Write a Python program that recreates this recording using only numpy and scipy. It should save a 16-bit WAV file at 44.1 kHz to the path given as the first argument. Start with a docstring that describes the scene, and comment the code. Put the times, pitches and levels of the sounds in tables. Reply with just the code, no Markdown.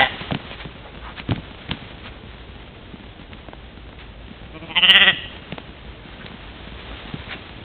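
"""A ewe's low bleat dies away close to a small camera microphone, on a dry slope where wild sheep mill about.
Hooves thud on soil, knock on grit, snap stalks and scuff grass, by decaying rings and noise bursts.
Later a lamb hums, opens its mouth and bleats in quavering throbs: vocal-fold snaps ring a changing throat.
The forest edge answers with a noise tail; soft snorts, farther hooves, fluttering hiss and rumble fill the air."""
import sys
import numpy as np
from scipy import signal
from scipy.fft import rfft, irfft, next_fast_len
from scipy.io import wavfile
from scipy.ndimage import map_coordinates

SR = 44100
rng = np.random.default_rng(int(sys.argv[2]) if len(sys.argv) > 2 else 0)


def put_to_file(sound):
    """Save the sound as 16-bit audio at rate SR, in the file named by the first command-line argument."""
    columns = np.atleast_2d(sound).T  # one column per channel
    safe = np.clip(columns, -1, 1)
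    whole_steps = np.round(safe * 32767)
    wavfile.write(sys.argv[1], SR, whole_steps.astype(np.int16))


N = 336905
TIME = np.arange(N) / SR
TOP_HZ = 4500  # top of the camera's band
KNOCK_HZ = 644  # middle of a hoof's knock on grit

# The nearest hooves landing.
# Each row: start in seconds, thud on soil in dB, knock on grit in dB before dulling, snap of stalks in dB.
HOOVES = [(0.211, -21.5, -20, -23), (.309, -21, -11.5, -33), (0.319, -13.5, -15.5, -12),
          (.348, -15.5, -15, -10.5), (.514, -30.5, -21, -20), (0.651, -18, -23, -28),
          (1.199, -24.5, -25, -15.5), (1.290, -9, -28, -19.5), (1.310, -9.5, -30, -10),
          (1.320, -10.5, -9, -25), (1.361, -28, -36, -18), (1.378, -18.5, -30, -39), (1.692, -20, -33, -19),
          (1.714, -13, -10, -4.5), (2.935, -25, -43, -44), (3.038, -36, -28, -38), (3.334, -39, -34, -21),
          (3.486, -27.5, -21.5, -39), (3.534, -36, -19.5, -38), (3.929, -37, -27.5, -40.5),
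          (4.304, -25.5, -36, -40), (5.127, -19, -33.5, -34.5), (5.524, -21.5, -19, -18),
          (5.5827, -30, -14, -21), (6.264, -42, -26, -17), (7.139, -18.5, -36, -25),
          (7.346, -24.5, -36, -35)]


def amp(db):
    """Decibels to gain."""
    return 10 ** (np.asarray(db) / 20)


def unit(x):
    """Scale to rms 1."""
    return x / np.sqrt(np.mean(x ** 2) + 1e-20)


def colour(points):
    """Gain against frequency from (Hz, dB) points on a log axis."""
    point_hz, point_db = np.transpose(points)
    return lambda hz: amp(np.interp(np.log(hz + 1), np.log(point_hz), point_db))


def resonances(modes):
    """Response of parallel damped resonances (Hz, width Hz, dB), their signs alternating."""
    def response(hz):
        total = 0
        for k, (centre, width, db) in enumerate(modes):
            damping = 1j * hz * width
            total = total + (-1) ** k * amp(db) * damping / (centre * centre - hz * hz + damping)
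        return total
    return response


def filtered(x, response):
    """Pass x through a response of frequency, with spare room for the ringing."""
    size = next_fast_len(len(x) + SR // 20)
    spectrum = rfft(x, size) * response(np.fft.rfftfreq(size, 1 / SR))
    return irfft(spectrum, size)[:len(x)]


def wobble(rate):
    """A smooth random curve through `rate` knots a second."""
    knots = rng.standard_normal(int(N * rate / SR) + 4)
    return map_coordinates(knots, [TIME * rate])


def add(track, start, sound):
    """Mix a sound into the track at a start in seconds."""
    part = track[max(round(start * SR), 0):][:len(sound)]
    part += sound[:len(part)]


def stir():
    """How much the herd stirs the grass at each sample, as a level in dB."""
    # Each row: time in seconds, level of the rustle in dB before its own lift and flutter.
    herd_stir = [(0.1, -37.5), (0.25, -38.5), (0.85, -46.5), (1.84, -44), (2.31, -47.5), (4.05, -50),
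                 (4.55, -48.5), (4.6, -46.5), (5.35, -44.5), (5.96, -47), (6.34, -43.5), (6.61, -44.5),
                 (7.01, -40.5), (7.64, -44)]
    return np.interp(TIME, *np.transpose(herd_stir))


def background(rustle_db=2, rumble_db=-40.5, rumble_follows=0.16):
    """Low outdoor rumble and a fluttering hiss of grass, both shaped noise; the hiss swells as the herd stirs."""
    # Colour of the low rumble. Each row: frequency in Hz, density in dB per Hz.
    rumble_colour = [(20, -17.5), (40, -10.5), (55, 4.5), (70, -3), (100, -5), (150, -11), (280, -13.5),
                     (450, -16), (900, -24.5), (2000, -85.5)]
    # Colour of the rustling grass. Each row: frequency in Hz, density in dB per Hz.
    rustle_colour = [(100, -9.5), (400, 1.5), (700, 0), (1200, 0), (2200, -0.5), (3400, 0.5), (4500, -5)]
    stir_db = stir()
    rumble = unit(filtered(rng.standard_normal(N), colour(rumble_colour)))
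    rustle = unit(filtered(rng.standard_normal(N), lambda hz: colour(rustle_colour)(hz) * (hz < TOP_HZ)))
    # The rumble follows only a share of the herd's stir.
    rumble_level_db = rumble_db + rumble_follows * (stir_db - stir_db.mean()) + 0.75 * wobble(16)
    flutter_db = 0.9 * wobble(25) + 1.1 * wobble(200)
    return rumble * amp(rumble_level_db) + rustle * amp(rustle_db + stir_db + flutter_db)


def herd(count=110, step_db=-49, knock_db=-57, tick_db=-53.0, spread_db=3, follows=0.5):
    """Farther hooves patter at random: dull bump, knock of grit, tick of grass, harder as the herd stirs."""
    blows, stir_db = np.zeros((3, N)), stir()
    places = rng.integers(0, N, count)
    chances = np.clip(rng.standard_normal((count, 3)), -2, 1.5)
    for place, chance in zip(places, chances):
        blows[:, place] = amp(spread_db * chance + follows * stir_db[place])
    soil = filtered(blows[0], lambda hz: resonances([(190, 170, 0)])(hz) ** 2)
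    grit = filtered(blows[1], resonances([(KNOCK_HZ, 500, 0)]))
    grass = filtered(blows[2], resonances([(2000, 12000, 0)]))
    return amp(step_db) * unit(soil) + amp(knock_db) * unit(grit) + amp(tick_db) * unit(grass)


def swishes(rows, width, grain_db):
    """Swells of grainy noise, each in one broad resonance; width is a fraction of its centre."""
    out = np.zeros(N)
    for start, half, db, hz in rows:
        t = np.arange(-3 * half, 3 * half, 1 / SR)
        grains = rng.standard_normal(len(t)) * amp(grain_db * rng.standard_normal(len(t)))
        swish = unit(filtered(grains, lambda f: resonances([(hz, width * hz, 0)])(f) * (f < TOP_HZ)))
        swell = np.exp(-(t / half) ** 2 / 2)
        add(out, start + t[0], amp(db) * swish * swell)
    return out


def scuffs(half_s=0.016, centre_hz=2200):
    """Legs brush through dry grass in short, very grainy swishes."""
    # Each row: middle of the scuff in seconds, level in dB.
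    brushes = [(.208, -33.5), (.535, -37.5), (.612, -34.5), (1.19, -32.5), (1.73, -39), (2.065, -34.5),
               (4.01, -39.5), (7.325, -30.5)]
    rows = [(at, half_s, db, centre_hz) for at, db in brushes]
    return swishes(rows, width=2.0, grain_db=6.0)


def thuds(t60=0.058, rise=0.0015, crumble=0.43, crumble_t60=0.096):
    """Soil gives a few low cycles under each hoof; crumbling earth rumbles a little longer (times in s)."""
    # Harder steps ring lower: pitch at a middling step, and the rise in level that halves it.
    soil_hz, soil_at_db, soil_db_per_octave = 161.8, -20, 30
    earth_colour = [(30, -38.5), (90, -4), (250, 5.0), (550, -18), (2000, -33.0)]  # Hz, dB
    out, t = np.zeros(N), np.arange(SR // 6) / SR
    for start, db, _, _ in HOOVES:
        hz = soil_hz * 2 ** ((soil_at_db - db) / soil_db_per_octave)
        earth = unit(filtered(rng.standard_normal(len(t)), colour(earth_colour)))
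        ring = np.sin(2 * np.pi * hz * t) * amp(-60 * t / t60)
        crumbling = crumble * earth * amp(-60 * t / crumble_t60)
        add(out, start, amp(db) * (1 - np.exp(-t / rise)) * (ring + crumbling))
    return out


def cracks(times, levels_db, hz, width, t60, splinter, crunch=0.052, press=0.004):
    """The hoof presses with a short crunch; then one sharp break and a few milliseconds of splinters."""
    out, lead = np.zeros(N), SR // 50
    t = np.arange(-lead, 2 * lead) / SR
    pressing = crunch * np.exp(-abs(t) / press)
    splintering = splinter * amp(-60 * abs(t) / t60)
    for start, db in zip(times, levels_db):
        burst = rng.standard_normal(len(t)) * np.where(t < 0, pressing, splintering)
        burst[lead] += 1  # the break itself
        centre = hz * np.exp(0.13 * rng.normal())  # no two stalks or stones are alike
        crack = filtered(burst, lambda f: resonances([(centre, width * centre, 0)])(f) * (f < TOP_HZ))
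        add(out, start + t[0], amp(db) * crack / np.abs(crack).max())
    return out


def footfalls():
    """Legs brush the grass; each landing hoof thuds, knocks on grit and snaps stalks."""
    times, _, knock_db, snap_db = np.transpose(HOOVES)
    knocks = cracks(times, knock_db, KNOCK_HZ, width=0.75, t60=0.02, splinter=0.093, crunch=0.05, press=0.003)
    knocks = filtered(knocks, colour([(1500, 0), (3000, -3.5)]))  # horn on grit is dull
    snaps = cracks(times, snap_db, hz=2630, width=1.0, t60=0.02, splinter=0.057)
    return thuds() + knocks + snaps + scuffs()


def outdoors(x, ground_db, forest_db, ground_t60=0.023, forest_t60=0.7, onset=0.023):
    """Ground and nearby bodies scatter the call at once; the trees send back a faint long tail (times in s)."""
    # Colour of the forest's echo. Each row: frequency in Hz, gain in dB.
    forest_colour = [(150, -1.5), (700, -2), (1300, -13), (1850, 1), (2300, -3), (2850, 7.5), (3400, -1.5),
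                     (4000, -12)]
    t = np.arange(SR) / SR
    near = unit(rng.standard_normal(SR) * amp(-60 * t / ground_t60) * (t > 0.002))
    far = unit(rng.standard_normal(SR) * amp(-60 * t / forest_t60) * (1 - np.exp(-t / onset)))
    answer = amp(ground_db) * near + amp(forest_db) * filtered(far, colour(forest_colour))
    return x + signal.fftconvolve(x, answer / np.sqrt(SR))[:N]


def snorts():
    """Soft snorts from the herd: breath noise swelling through a nose resonance."""
    # Each row: middle in seconds, half length in seconds, level in dB, nose resonance in Hz.
    breaths = [(.862, 0.019, -39.5, 730), (1.075, .035, -37, 1060), (6.215, .015, -41, 1500),
               (7.318, .022, -34.5, 1780)]
    return swishes(breaths, width=0.46, grain_db=-1.0)


def voice(start, end, pitch, level_db, throat_at, jitter, scatter_db, rasp, lag, soft_hz):
    """Each snap of the vocal folds, with a puff of turbulent air, rings the throat as it is shaped just then."""
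    out, t = np.zeros(N), np.arange(SR // 40) / SR
    sounding = (TIME > start) * (TIME < end)
    cycles = np.floor(np.cumsum(pitch * sounding) / SR)

    def folds(hz):
        """Soft folds cannot snap sharply; the top of the band speaks `lag` seconds after the bottom."""
        spread = np.exp(-1j * np.pi * lag * hz * hz / TOP_HZ)
        return spread / (1 + (hz / soft_hz) ** 10)

    for i in np.flatnonzero(np.diff(cycles)):
        puff = rng.standard_normal(len(t)) * np.exp(-t * pitch[i] * 2)
        snap = rasp * unit(puff) / np.sqrt(len(t))
        snap[0] += 1
        ring = unit(filtered(snap, lambda hz: resonances(throat_at(i / SR))(hz) * folds(hz)))
        # Scaled by the period, so that the level does not hang on the pitch.
        size = amp(level_db[i] + scatter_db * rng.normal()) * np.sqrt(SR / pitch[i] / len(t))
        add(out, i / SR + jitter * rng.normal() / pitch[i], size * ring)
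    return out


def ewe():
    """A lower, open-mouthed bleat dies away; its part before time 0 still rings in the trees."""
    # The bleat, already under way at time 0. Each row: time in seconds, pitch in Hz, level in dB.
    bleat = [(-.25, 129, -15), (0, 130.6, -10.5), (0.011, 134.1, -17.5), (0.022, 132.7, -10.5),
             (0.04, 129, -20), (.064, 128.8, -24), (.085, 129.5, -40), (.1, 128, -52)]
    # Her throat and nose. Each row: resonance in Hz, width in Hz, level in dB.
    throat = [(140, 50, -12.5), (640, 300, -12.5), (802, 83, -3), (990, 54, -9), (1380, 220, -15),
              (1950, 210, -7.5), (2850, 440, -14), (3330, 440, -11)]
    s, pitch, db = np.transpose(bleat)
    follow = lambda column: np.interp(TIME + s[0], s, column)
    call = voice(0, s[-1] - s[0], follow(pitch), follow(db), lambda t: throat,
                 jitter=0.003, scatter_db=1.1, rasp=0.61, lag=0.0021, soft_hz=4300)
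    early = round(-s[0] * SR)  # samples that sound before time 0
    heard = outdoors(call, ground_db=-6.0, forest_db=-18.0)[early:]
    return np.pad(heard, (0, early))


def lamb(sag=0.1, waver=0.0016, gap_shape=1.3, sag_shape=2.6):
    """Air comes in regular throbs; between them level and pitch sag. The mouth opens as the call goes on."""
    # The call before its throbs.
    # Each row: time in seconds, pitch in Hz, level in dB, mouth from 0 shut to 4 wide (held at 4 above that).
    call = [(4.55, 158.1, -32.5, 0), (4.66, 166, -34.5, 0), (4.745, 157.2, -30, 0.8),
            (4.76, 177.9, -14.5, 1), (4.845, 183.6, -9.5, 2.5), (4.903, 192.8, -7.5, 2.5),
            (4.96, 198.7, -7.5, 3.5), (5.022, 198.7, -9.5, 3.5), (5.09, 190.6, -11.5, 5.5)]
    # Throat and nose for mouth shut, parted, half open, open and wide.
    # Each row within a shape: resonance in Hz, width in Hz, level in dB.
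    shapes = np.array([
        [(200, 67, 4), (700, 130, -7), (1070, 90, -8.5), (1945, 70, -23.5), (2320, 170, -11),
         (3040, 240, -20.5), (3550, 150, -30.5)],
        [(192, 74, -17.5), (1030, 84, -5), (1446, 250, -28), (2054, 91, 0), (2680, 290, -6), (3100, 200, -1),
         (3500, 150, -27)],
        [(195, 87, -17.5), (630, 130, -20.5), (1230, 360, -21), (1944, 60, -12), (2850, 210, 1.5),
         (3005, 220, -2.5), (3800, 150, -27.5)],
        [(196, 130, -22.5), (720, 110, -17.5), (1325, 330, -19.5), (1944, 75, 0), (2780, 166, -1.5),
         (3222, 190, -1.5), (3460, 86, -13.5)],
        [(195, 360, -13), (726, 103, -8.5), (1313, 330, -11.5), (1916, 75, 2.5), (2670, 270, -3),
         (3253, 130, 1), (3575, 79, -4)],
    ])
    hum_start_s, bleat_start_s, bleat_end_s = 4.525, 4.747, 5.12
    hum_throbs_per_s, bleat_throbs_per_s = 13.4, 16.4  # the quaver quickens as the mouth opens
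    hum_dip_db, bleat_dip_db = 15.5, 9  # with the mouth shut the voice nearly stops between throbs
    first_dip_db, settle_s = 17.5, 0.072  # extra dip early in the bleat, and the time in which it fades
    release_s, release_db, release_sag = 0.022, 4.5, 0.08  # last throb: level and share of pitch lost

    s, pitch, db, mouth = np.transpose(call)
    follow = lambda column: np.interp(TIME, s, column)
    since = TIME - bleat_start_s
    humming = since < 0
    beat = since * np.where(humming, hum_throbs_per_s, bleat_throbs_per_s)  # a whole number at each gap
    slack = np.cos(np.pi * beat) ** 2
    first_dips_db = first_dip_db * (beat > 0.5) * np.exp(-(since / settle_s) ** 2)
    dip_db = np.where(humming, hum_dip_db, bleat_dip_db) + first_dips_db
    release = np.clip(1 - (bleat_end_s - TIME) / release_s, 0, 1)  # the last throb runs out of air
    level_db = follow(db) - dip_db * slack ** gap_shape - release_db * release
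    bend = 1 - sag * slack ** sag_shape - release_sag * release + waver * wobble(70)

    def throat_at(t):
        """Blend the two mouth shapes on either side of the present opening."""
        opening = np.clip(np.interp(t, s, mouth), 0, len(shapes) - 1)
        shares = np.maximum(1 - abs(np.arange(len(shapes)) - opening), 0)
        return np.tensordot(shares, shapes, 1)

    return voice(hum_start_s, bleat_end_s, follow(pitch) * bend, level_db, throat_at,
                 jitter=0.003, scatter_db=0.82, rasp=0.15, lag=0.0024, soft_hz=3810)


def scene():
    """Air, hooves and calls at one microphone."""
    calls = ewe() + outdoors(lamb() + snorts(), ground_db=-14, forest_db=-16.5)
    return (background() + herd() + footfalls() + calls)[None]


def record(dry):
    """The camera dulls the top and keeps only a narrow band; peaks are held within full scale before the band cut."""
    # The microphone's fall at the top. 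Each row: frequency in Hz, gain in dB.
    microphone = [(3400, 0), (3750, -1), (4050, -7.5), (4300, -16.5), (4500, -29.5)]
    heard = np.clip(filtered(dry[0], colour(microphone)), -1, 1)
    return filtered(heard, lambda hz: hz < TOP_HZ)[None]


dry = scene()
out = record(dry)
put_to_file(out)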